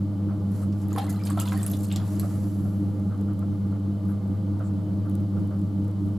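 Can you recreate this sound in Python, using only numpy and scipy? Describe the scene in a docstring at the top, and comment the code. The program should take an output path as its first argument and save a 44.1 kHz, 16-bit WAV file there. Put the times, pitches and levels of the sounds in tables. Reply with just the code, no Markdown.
"""In a small workshop an electric potter's wheel hums, throbbing with each turn of its drive,
while its frame rumbles and its bearing grumbles. The potter dips both hands in the splash pan:
palms slap, water sloshes, trapped air rings as bubbles and drops land with a ping.
Then wet palms hiss on the spinning clay and settle into a faint slither with tiny sticky ticks."""
import sys
import numpy as np
from scipy import signal
from scipy.fft import rfft, irfft, next_fast_len
from scipy.io import wavfile
from scipy.ndimage import uniform_filter1d, map_coordinates

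SR = 44100
rng = np.random.default_rng(int(sys.argv[2]) if len(sys.argv) > 2 else 0)


def materialize(psi):
    """Save the field psi as 16-bit PCM at rate SR to the path in sys.argv[1].

    A 1-D psi becomes a single channel; in a 2-D psi each row is a channel.
    """
    bounded = np.clip(np.atleast_2d(psi).T, -1, 1)
    quanta = np.round(bounded * 32767).astype(np.int16)
    wavfile.write(sys.argv[1], SR, quanta)


N = 272538

MAINS_HZ, SHAFT_HZ = 50.015, 4.68  # the electric supply; turns a second of the drive shaft
# the bright tone of fine spray, shared by drops and sticky ticks: f/Hz, level/dB
SPRAY_SPECTRUM = [(1800, -17.5), (3200, -15), (4500, -17.5), (5700, -18.5), (7400, -10), (8600, -12.5),
                  (9700, -9), (12000, -8), (13500, -13), (15800, -30)]


def amp(db):
    """Turn decibels into a gain. A "t60" below is the time a sound takes to fade by 60 dB."""
    return 10 ** (np.asarray(db) / 20)


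def unit(x):
    """Scale x to an average (rms) strength of 1."""
    return x / np.sqrt(np.mean(x ** 2) + 1e-20)


def clock():
    """The time of every sample in seconds."""
    return np.arange(N) / SR


def along(points, hz):
    """Read between (frequency, value) points, spaced by octaves."""
    f, v = np.transpose(points)
    return np.interp(np.log(hz + 1), np.log(f + 1), v)


def wobble(rate):
    """A smooth curve through `rate` random values a second."""
    return map_coordinates(rng.standard_normal(int(N * rate / SR) + 4), [clock() * rate])


def held(start, end, rise_s, fall_s):
    """Gain of a movement: it rises 60 dB in rise_s, holds from start to end, falls 60 dB in fall_s."""
    t = clock()
    return amp(-60 * (np.maximum(start - t, 0) / rise_s + np.maximum(t - end, 0) / fall_s))


def add(track, s, sound):
    """Mix a sound into a track at s seconds."""
    part = track[max(round(s * SR), 0):][:len(sound)]
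    part += sound[:len(part)]


def filtered(x, response):
    """Turn each frequency in x up or down by the gain response(hz)."""
    size = next_fast_len(N + SR // 2)
    return irfft(rfft(x, size) * response(np.fft.rfftfreq(size, 1 / SR)), size)[..., :N]


def spread(pair, colour):
    """Blend two unrelated signals into stereo of strength 1, its tone shaped by colour(hz)."""
    # how alike left and right are: f/Hz, likeness (1 = the same)
    likeness = [(30, 0.18), (100, 0.3), (250, 1), (500, 0.8), (2000, 0.66), (4000, 0.78), (8000, 0.31),
                (12000, 0.3)]

    def shares(hz):
        angle = np.arccos(np.clip(along(likeness, hz), -1, 1)) / 2
        return colour(hz) * np.array([np.cos(angle), np.sin(angle)])
    mid, side = filtered(pair, shares)
    return unit(np.array([mid + side, mid - side]))


def rush(spectrum):
    """Stereo noise of strength 1 with the given spectrum."""
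    return spread(rng.standard_normal((2, N)), lambda hz: amp(along(spectrum, hz)))


def narrow(hz, width_hz):
    """Stereo noise of strength 1, gathered around one pitch."""
    return spread(rng.standard_normal((2, N)), lambda f: 1 / (1 + ((f - hz) / width_hz) ** 2))


def froth(spectrum, rate, low_hz, high_hz, cycles, scatter_db, wash_db):
    """Tiny ringing bubbles, `rate` a second, on a wash of noise; stereo, strength 1."""
    when, pitch, strength = rng.random((int(rate * N / SR), 3)).T[:, :, None]
    age = np.arange(500)  # samples
    turns = low_hz * (high_hz / low_hz) ** pitch * age / SR
    gain = amp(-scatter_db * np.log(strength + 0.079))
    rings = gain * np.sin(2 * np.pi * turns) * np.exp(-turns / cycles) * (1 - age / len(age))
    places = (when * N).astype(int) + age
    cloud = np.bincount(places.ravel(), rings.ravel(), N)[:N]
    cloud = unit(cloud) + amp(wash_db + 5.3 * wobble(180)) * rng.standard_normal(N)
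    # left and right get the same bursts with different fine detail
    bursts = np.sqrt(np.abs(uniform_filter1d(cloud ** 2, size=200)))
    pair = np.array([cloud, bursts * rng.standard_normal(N)])
    return spread(pair, lambda hz: amp(along(spectrum, hz)))


def workshop_echo(x, width=0.47):
    """Crowded shelves scatter a sound into a short echo, much alike left and right."""
    # how long the room rings: f/Hz, t60/s
    ring_times = [(200, 0.086), (2000, 0.24), (12000, 0.057)]
    hz, t, noise = signal.stft(rng.standard_normal((2, SR // 2)), SR, nperseg=256)
    fade = amp(-60 * t / along(ring_times, hz)[:, None])
    mid, side = signal.istft(noise * fade, SR, nperseg=256)[1]
    tail = np.array([mid + width * side, mid - width * side]) / np.linalg.norm(mid)
    delayed = np.pad(x, (130, 0))
    return signal.fftconvolve(delayed[None], tail, axes=1)[:, :N]


def bearing(swell_db=0.5, swell_s=0.11, scuff_t60=0.18):
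    """The bearing grinds harder twice a turn and rings the housing; the drive scuffs, whines, hisses."""
    # pitches at which the housing rings: f/Hz, width/Hz, level/dB
    resonances = [(428, 44, 1), (493.6, 19.7, 3.5), (521, 12, 4), (615.8, 15, 4), (679, 37, -4),
                  (818, 57, -5.5), (932, 37, -9.5), (1050, 26, -10.5), (1187, 55, -8), (1350, 21, -10.5),
                  (1448, 30, -14.5), (2125, 26, -20.5)]
    # scuffs of the drive: t/s, scrape level/dB, housing bump level/dB
    scuff_events = [(.283, -42.5, -48), (.612, -44, -58), (2.0, -46, -49), (2.226, -40.5, -33.5),
                    (2.645, -48, -39), (3.108, -43, -52), (3.276, -44.5, -52), (3.41, -45.5, -54),
                    (3.717, -48, -52), (4.085, -43.5, -49), (4.598, -37, -38), (5.045, -45, -45),
                    (5.357, -46.5, -50), (5.506, -42, -42)]
    # steady hiss of the running machine: f/Hz, level/dB
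    hiss_spectrum = [(300, 7), (1500, -43), (2500, -2), (3300, 3.5), (4400, 4.5), (5800, -1.5),
                     (7600, -1.5), (8800, -3), (11500, -1.5), (13500, -5), (15800, -27)]

    def housing(f):
        power = sum(amp(db) ** 2 / (1 + ((f * f - hz * hz) / (width * f + 1)) ** 2)
                    for hz, width, db in resonances)
        return np.sqrt(power / (1 + (f / 2600) ** 6))  # duller above 2600 Hz
    swell = swell_db * np.cos(4 * np.pi * SHAFT_HZ * (clock() - swell_s))
    grind = amp(-47 + swell + 0.87 * wobble(25.19)) * spread(rng.standard_normal((2, N)), housing)
    scrape, bump, t = np.zeros(N), np.zeros(N), np.arange(SR // 4) / SR
    touch = amp(-60 * t / scuff_t60) * (1 - np.exp(-t / 0.0093))
    for s, scrape_db, bump_db in scuff_events:
        add(scrape, s, amp(scrape_db) * touch)
        add(bump, s, amp(bump_db) * touch)
    whine = amp(-75 + 1.3 * wobble(13)) * narrow(hz=3050, width_hz=46)
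    scuffs = scrape * narrow(hz=1267, width_hz=200) + bump * narrow(hz=600, width_hz=110)
    return grind + scuffs + whine + amp(-64.5) * rush(hiss_spectrum)


def shudder(rate_hz, peak_s, depth_db):
    """A swell in dB that comes round with every turn."""
    return depth_db * np.cos(2 * np.pi * rate_hz * (clock() - peak_s))


def frame_rumble(level_db=-34, turn_s=0.6385, repeat_share=0.62):
    """The frame shudders with the drive; most of its rumble repeats with each turn of the wheel."""
    # tone of the rumble: f/Hz, level/dB
    spectrum = [(25, -21.5), (58, -23), (82, 3), (105, -2.5), (122, -4.5), (138, 4.5), (158, -2),
                (183, 9.5), (205, 4), (265, -5.5), (304, 9.5), (335, -6), (385, -10), (600, -51.5)]
    # its slow rise and fall: t/s, level change/dB
    slow_swell = [(0, -.5), (1.5, 0), (2.5, 0.7), (3.2, 0.5), (3.9, -0.7), (4.5, -1.2), (5.15, 1.5),
                  (5.7, -0.5)]
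    shaft_db = shudder(SHAFT_HZ, peak_s=0.054, depth_db=1.0)
    slow_part_db = shudder(rate_hz=2.97, peak_s=0.32, depth_db=0.71)  # a slower part of the drive
    drift_db = np.interp(clock(), *np.transpose(slow_swell)) + wobble(18)
    one_turn = irfft(np.exp(2j * np.pi * rng.random((2, round(turn_s * SR / 2)))))  # plain noise
    looped = one_turn[:, np.arange(N) % one_turn.shape[1]]
    repeating = spread(looped, lambda hz: amp(along(spectrum, hz)))
    rumble = np.sqrt(repeat_share) * repeating + np.sqrt(1 - repeat_share) * rush(spectrum)
    return amp(level_db + shaft_db + slow_part_db + drift_db) * rumble


def motor_hum(sway_rad=0.25, wander_rad=0.57):
    """The motor's magnetic hum sags and sways once a turn, where the drive binds."""
    # tones of the hum: multiple of the mains, level/dB, t/s of a deepest sag
    hum_tones = [(2, -28, 0.171), (4, -32.5, 0.1554), (6, -46, .11)]
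    # side tones that make them throb: multiple of the mains, offset in shaft rates, level/dB
    side_tones = [(2, -1, -47), (2, 2, -48.5), (2, 3, -52), (4, -1, -40), (4, -2, -48), (4, -4, -47),
                  (4, -5, -52), (6, -1, -51), (6, -2, -52), (6, 2, -53), (6, 3, -53)]
    mains_phase = 2 * np.pi * MAINS_HZ * clock()
    hum = np.zeros(N)
    for multiple, db, bind_s in hum_tones:
        phase = multiple * mains_phase
        shaft = 2 * np.pi * SHAFT_HZ * (clock() - bind_s)
        throb = sum(amp(side_db) * np.sin(phase + offset * shaft + wander_rad * wobble(3.026))
                    for parent, offset, side_db in side_tones if parent == multiple)
        tone = amp(db + 0.27 * multiple * wobble(4)) * np.sin(phase + sway_rad * np.cos(shaft))
        hum += throb - tone
    return np.sqrt(2) * hum


def sticking_fingers(from_s=2.3, per_second=9, faint_db=-57, scatter_db=3.5, tick_t60=0.014):
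    """Wet fingers catch on the turning clay and let go with tiny dry ticks."""
    # the few clearer ticks: t/s, level/dB
    clear_ticks = [(2.997, -52), (3.212, -50), (3.392, -46), (5.097, -46.5), (5.153, -42.5)]
    out, t = np.zeros(N), np.arange(SR // 30) / SR
    span = N / SR - from_s
    faint_ticks = [(from_s + span * when, faint_db + scatter_db * (2 * size - 1))
                   for when, size in rng.random((int(per_second * span), 2))]
    for s, db in clear_ticks + faint_ticks:
        add(out, s, amp(db - 60 * t / tick_t60))
    return out * rush(SPRAY_SPECTRUM)


def palms_on_clay(slither_db=-82, grit_db=-7, rise_s=0.32):
    """Wet skin hisses and crackles on the pot until the film of runny clay evens out; fingers squeak."""
    # strokes of skin on clay: start/s, end/s, level/dB, t60/s
    strokes = [(0.558, 0.628, -54.5, 0.2), (0.82, 0.845, -57.5, 0.1), (2.07, 2.31, -51.5, 2)]
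    # thin fingertip squeaks: t/s, level/dB, f/Hz, half length/s, width/Hz
    squeak_events = [(2.55, -63, 11400, 0.31, 700), (4.103, -61, 11400, .03, 1600),
                     (4.665, -60, 7600, .025, 700)]
    # tone of sliding on wet clay: f/Hz, level/dB
    spectrum = [(1200, 6), (2500, -4), (3500, -7), (4650, -2.5), (5400, -5), (5750, 0), (6300, -3.5),
                (7500, 2.5), (8400, -3.5), (9400, 1), (9750, -3), (10300, 2), (11600, 1.5), (12800, -2),
                (15500, -17)]
    slide = amp(slither_db) + sum(amp(db) * held(start, end, rise_s, fall_s)
                                  for start, end, db, fall_s in strokes)
    squeaks = sum(amp(db) * np.exp(-((clock() - s) / half) ** 2) * narrow(hz, width)
                  for s, db, hz, half, width in squeak_events)
    grit = froth(spectrum, rate=500, low_hz=3980, high_hz=12700, cycles=12, scatter_db=3.5, wash_db=-8)
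    flicker = amp(0.88 * wobble(60))
    hiss = unit(rush(spectrum) + amp(grit_db) * grit)
    return slide * flicker * hiss + squeaks


def sloshing(rise_s=0.91, fall_s=0.99):
    """Hands stir the pan and throw up splashes: larger bubbles gurgle, fine spray fizzes."""
    # hands moving through the water: start/s, end/s, level/dB
    stirs = [(1.04, 1.4, -50.5), (1.47, 1.62, -49.5), (1.97, 2.02, -52.5)]
    # water running off the hands: start/s, end/s, level/dB
    runoff = [(1.04, 1.36, -58), (1.47, 1.77, -49.5)]
    # splashes as the hands plunge and lift: t/s, slosh level/dB, spray level/dB, t60/s
    splashes = [(0.9, -48.5, -60, 0.55), (0.976, -36, -39, 0.13), (1.093, -47, -39, 0.12),
                (1.25, -51.5, -39, 0.15), (1.294, -47, -42, 0.12), (1.372, -51, -53, 0.18),
                (1.397, -54.5, -29.5, 0.098), (1.455, -48, -58.5, 0.15), (1.519, -50, -52, 0.067),
                (1.698, -70, -54, 0.18), (1.831, -76, -40.5, 0.13), (1.905, -54, -60, 0.49),
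                (1.958, -50, -46.5, 0.1)]
    # tone of the gurgling water: f/Hz, level/dB
    slosh_spectrum = [(250, -19), (500, 1), (800, 3), (1250, 4.5), (2400, -8.5), (3600, -3.5), (5000, -5),
                      (7000, -41)]

    def flow(moves):
        return np.max([amp(db) * held(start, end, rise_s, fall_s) for start, end, db in moves], axis=0)
    slosh, spray, t = flow(stirs), flow(runoff), np.arange(SR // 4) / SR
    for s, slosh_db, spray_db, t60 in splashes:
        surge = (1 - np.exp(-t / 0.0062)) * amp(-60 * t / t60)
        add(slosh, s, amp(slosh_db) * surge)
        add(spray, s, amp(spray_db) * surge)
    gurgle = froth(slosh_spectrum, rate=600, low_hz=602, high_hz=5420,
                   cycles=20, scatter_db=1.5, wash_db=-1.5)
    fizz = froth(SPRAY_SPECTRUM, rate=1400, low_hz=4020, high_hz=14550,
                 cycles=27, scatter_db=3.5, wash_db=-4.5)
    return slosh * gurgle + spray * fizz


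def slaps(slap_t60=0.032):
    """A flat hand meets the wet: a burst around one pitch, broad for a slap, narrow for a squelch."""
    # palms hitting water and clay: t/s, level/dB, f/Hz, width/octaves
    hits = [(.725, -51.5, 3500, 1.4), (.952, -34, 483, 0.65), (0.961, -39, 1200, 1),
            (.978, -38.5, 494, 0.53), (.983, -37, 2010, 0.49), (.983, -37, 3480, .7),
            (1.27, -37.5, 3430, 1.2), (1.306, -38, 1010, 1.2), (1.374, -28.5, 760, 1.3),
            (1.398, -35, 750, 0.93), (1.391, -41, 3500, 0.64), (1.408, -42, 3080, .5),
            (1.455, -40, 4050, .3), (1.477, -38.5, 3530, 0.58), (1.521, -34, 1450, 1.3),
            (1.735, -42, 3560, 0.61), (1.904, -45, 2900, 0.54), (1.915, -37.5, 2920, .8),
            (1.96, -34.5, 3820, .9), (2.196, -42.5, 4410, 0.25)]
    out, t = np.zeros(N), np.arange(SR // 8) / SR
    for s, db, hz, octaves in hits:
        edges_hz = hz * 2 ** (octaves * np.array([-0.5, 0.5]))
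        band = signal.butter(2, edges_hz, "band", fs=SR, output="sos")
        splatter = unit(signal.sosfilt(band, rng.standard_normal(len(t))))
        # the air caught under the palm gives one short push
        push = np.sin(2 * np.pi * hz * t) * np.exp(-hz * octaves * t / 2)
        add(out, s, amp(db) * (amp(-60 * t / slap_t60) * splatter + 1.3 * push))
    return out


def drops(ping_t60=0.0062, smack_t60=0.017):
    """A drop lands with a wet smack and the rising ping of a tiny bubble."""
    # drops landing: t/s, level/dB, f/Hz
    landings = [(.517, -41, 11100), (.636, -38, 8800), (0.884, -35, 11500), (0.9302, -27.5, 6970),
                (0.9628, -29, 10800), (0.9843, -25, 10940), (1.042, -35, 8370), (1.105, -28, 6850),
                (1.127, -33, 11600), (1.237, -29, 4940), (1.253, -28, 8400), (1.2714, -34, 3130),
                (1.302, -24.5, 8100), (1.4005, -18.5, 7500), (1.416, -23, 11070), (1.486, -28, 6800),
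                (1.576, -26.5, 10900), (1.631, -19, 8060), (1.6641, -13, 9760), (1.699, -27, 12700),
                (1.715, -20.5, 11600), (1.832, -31, 11420), (1.853, -34, 8300), (1.869, -40, 7200),
                (1.925, -24, 7570), (1.9606, -22, 7240), (2.197, -17.5, 11400)]
    pings, smacks, t = np.zeros(N), np.zeros(N), np.arange(SR // 10) / SR
    onset = 1 - np.exp(-t / 0.00025)
    for s, db, hz in landings:
        strike = amp(db - 0.5) * onset
        add(pings, s, strike * amp(-60 * t / ping_t60) * np.sin(2 * np.pi * hz * t * (1 + 5 * t)))
        add(smacks, s, strike * amp(-60 * t / smack_t60) * rng.standard_normal(len(t)))
    return pings + filtered(smacks, lambda hz: amp(along(SPRAY_SPECTRUM, hz)))


def bubbles():
    """Each air pocket rings and rises in pitch as it nears the surface."""
    # air trapped under the hands: t/s, level/dB, f/Hz, t60/s, pitch rise over t60 (0.1 = a tenth)
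    pockets = [(0.961, -23, 1050, 0.041, .03), (0.975, -18.5, 793, 0.083, .02),
               (0.993, -20, 795, 0.077, .02), (.99, -35, 3100, .04, .05), (.998, -31, 3720, .025, .03),
               (1.019, -33, 804, 0.1, .02), (1.014, -35, 4170, .03, .03), (1.024, -39, 2700, 0.03, .12),
               (1.079, -38, 2030, 0.047, .04), (1.161, -35, 4090, 0.023, .03),
               (1.199, -40.5, 2290, 0.044, .1), (1.3, -33.5, 1134, 0.064, .1),
               (1.374, -30, 685, 0.019, .03), (1.375, -28, 1310, 0.046, .1), (1.392, -32, 3070, 0.024, .05),
               (1.407, -35, 2820, .022, .05), (1.415, -31.5, 1237, 0.064, .35),
               (1.458, -32, 966, 0.034, .08), (1.47, -40, 1460, .05, .15), (1.477, -32, 3220, 0.032, .05),
               (1.521, -31, 2010, 0.033, .03), (1.524, -27.5, 1050, 0.048, 0.089),
               (1.538, -33, 776, 0.11, .05), (1.546, -38, 4440, 0.028, 0.034),
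               (1.565, -34, 1750, 0.036, .35), (1.596, -38, 3500, 0.03, .08),
               (1.735, -35.5, 3500, 0.029, 0.054), (1.917, -30, 3520, 0.027, 0.12),
               (2.196, -46, 4250, 0.026, .05)]
    out, t = np.zeros(N), np.arange(SR // 5) / SR
    onset = 1 - np.exp(-t / 0.0032)
    for s, db, hz, t60, rise in pockets:
        turns = hz * (t + rise * t * t / (2 * t60))
        add(out, s, amp(db - 60 * t / t60) * onset * np.sin(2 * np.pi * turns))
    return out


def scene():
    """Wheel, water and hands, a little to the right of centre."""
    # stereo balance: f/Hz, left minus right level/dB
    balance = [(125, .1), (250, -.8), (500, -2.3), (1000, -.9), (3000, 0), (8000, -1.6), (12000, -2.3)]
    splashes = bubbles() + drops() + slaps()
    wheel = motor_hum() + frame_rumble() + bearing()
    mix = wheel + sloshing() + palms_on_clay() + sticking_fingers() + splashes
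    mix += amp(-6) * workshop_echo(splashes)
    return filtered(mix, lambda hz: amp(np.outer([1, -1], along(balance, hz)) / 2))


def record(dry, fade_s=0.004, top_hz=15800):
    """Fade both ends quickly and cut the very highest treble."""
    fade = np.clip(np.minimum(clock(), clock()[::-1]) / fade_s, 0, 1)
    return filtered(dry * fade, lambda hz: hz < top_hz)


dry = scene()
out = record(dry)
materialize(out)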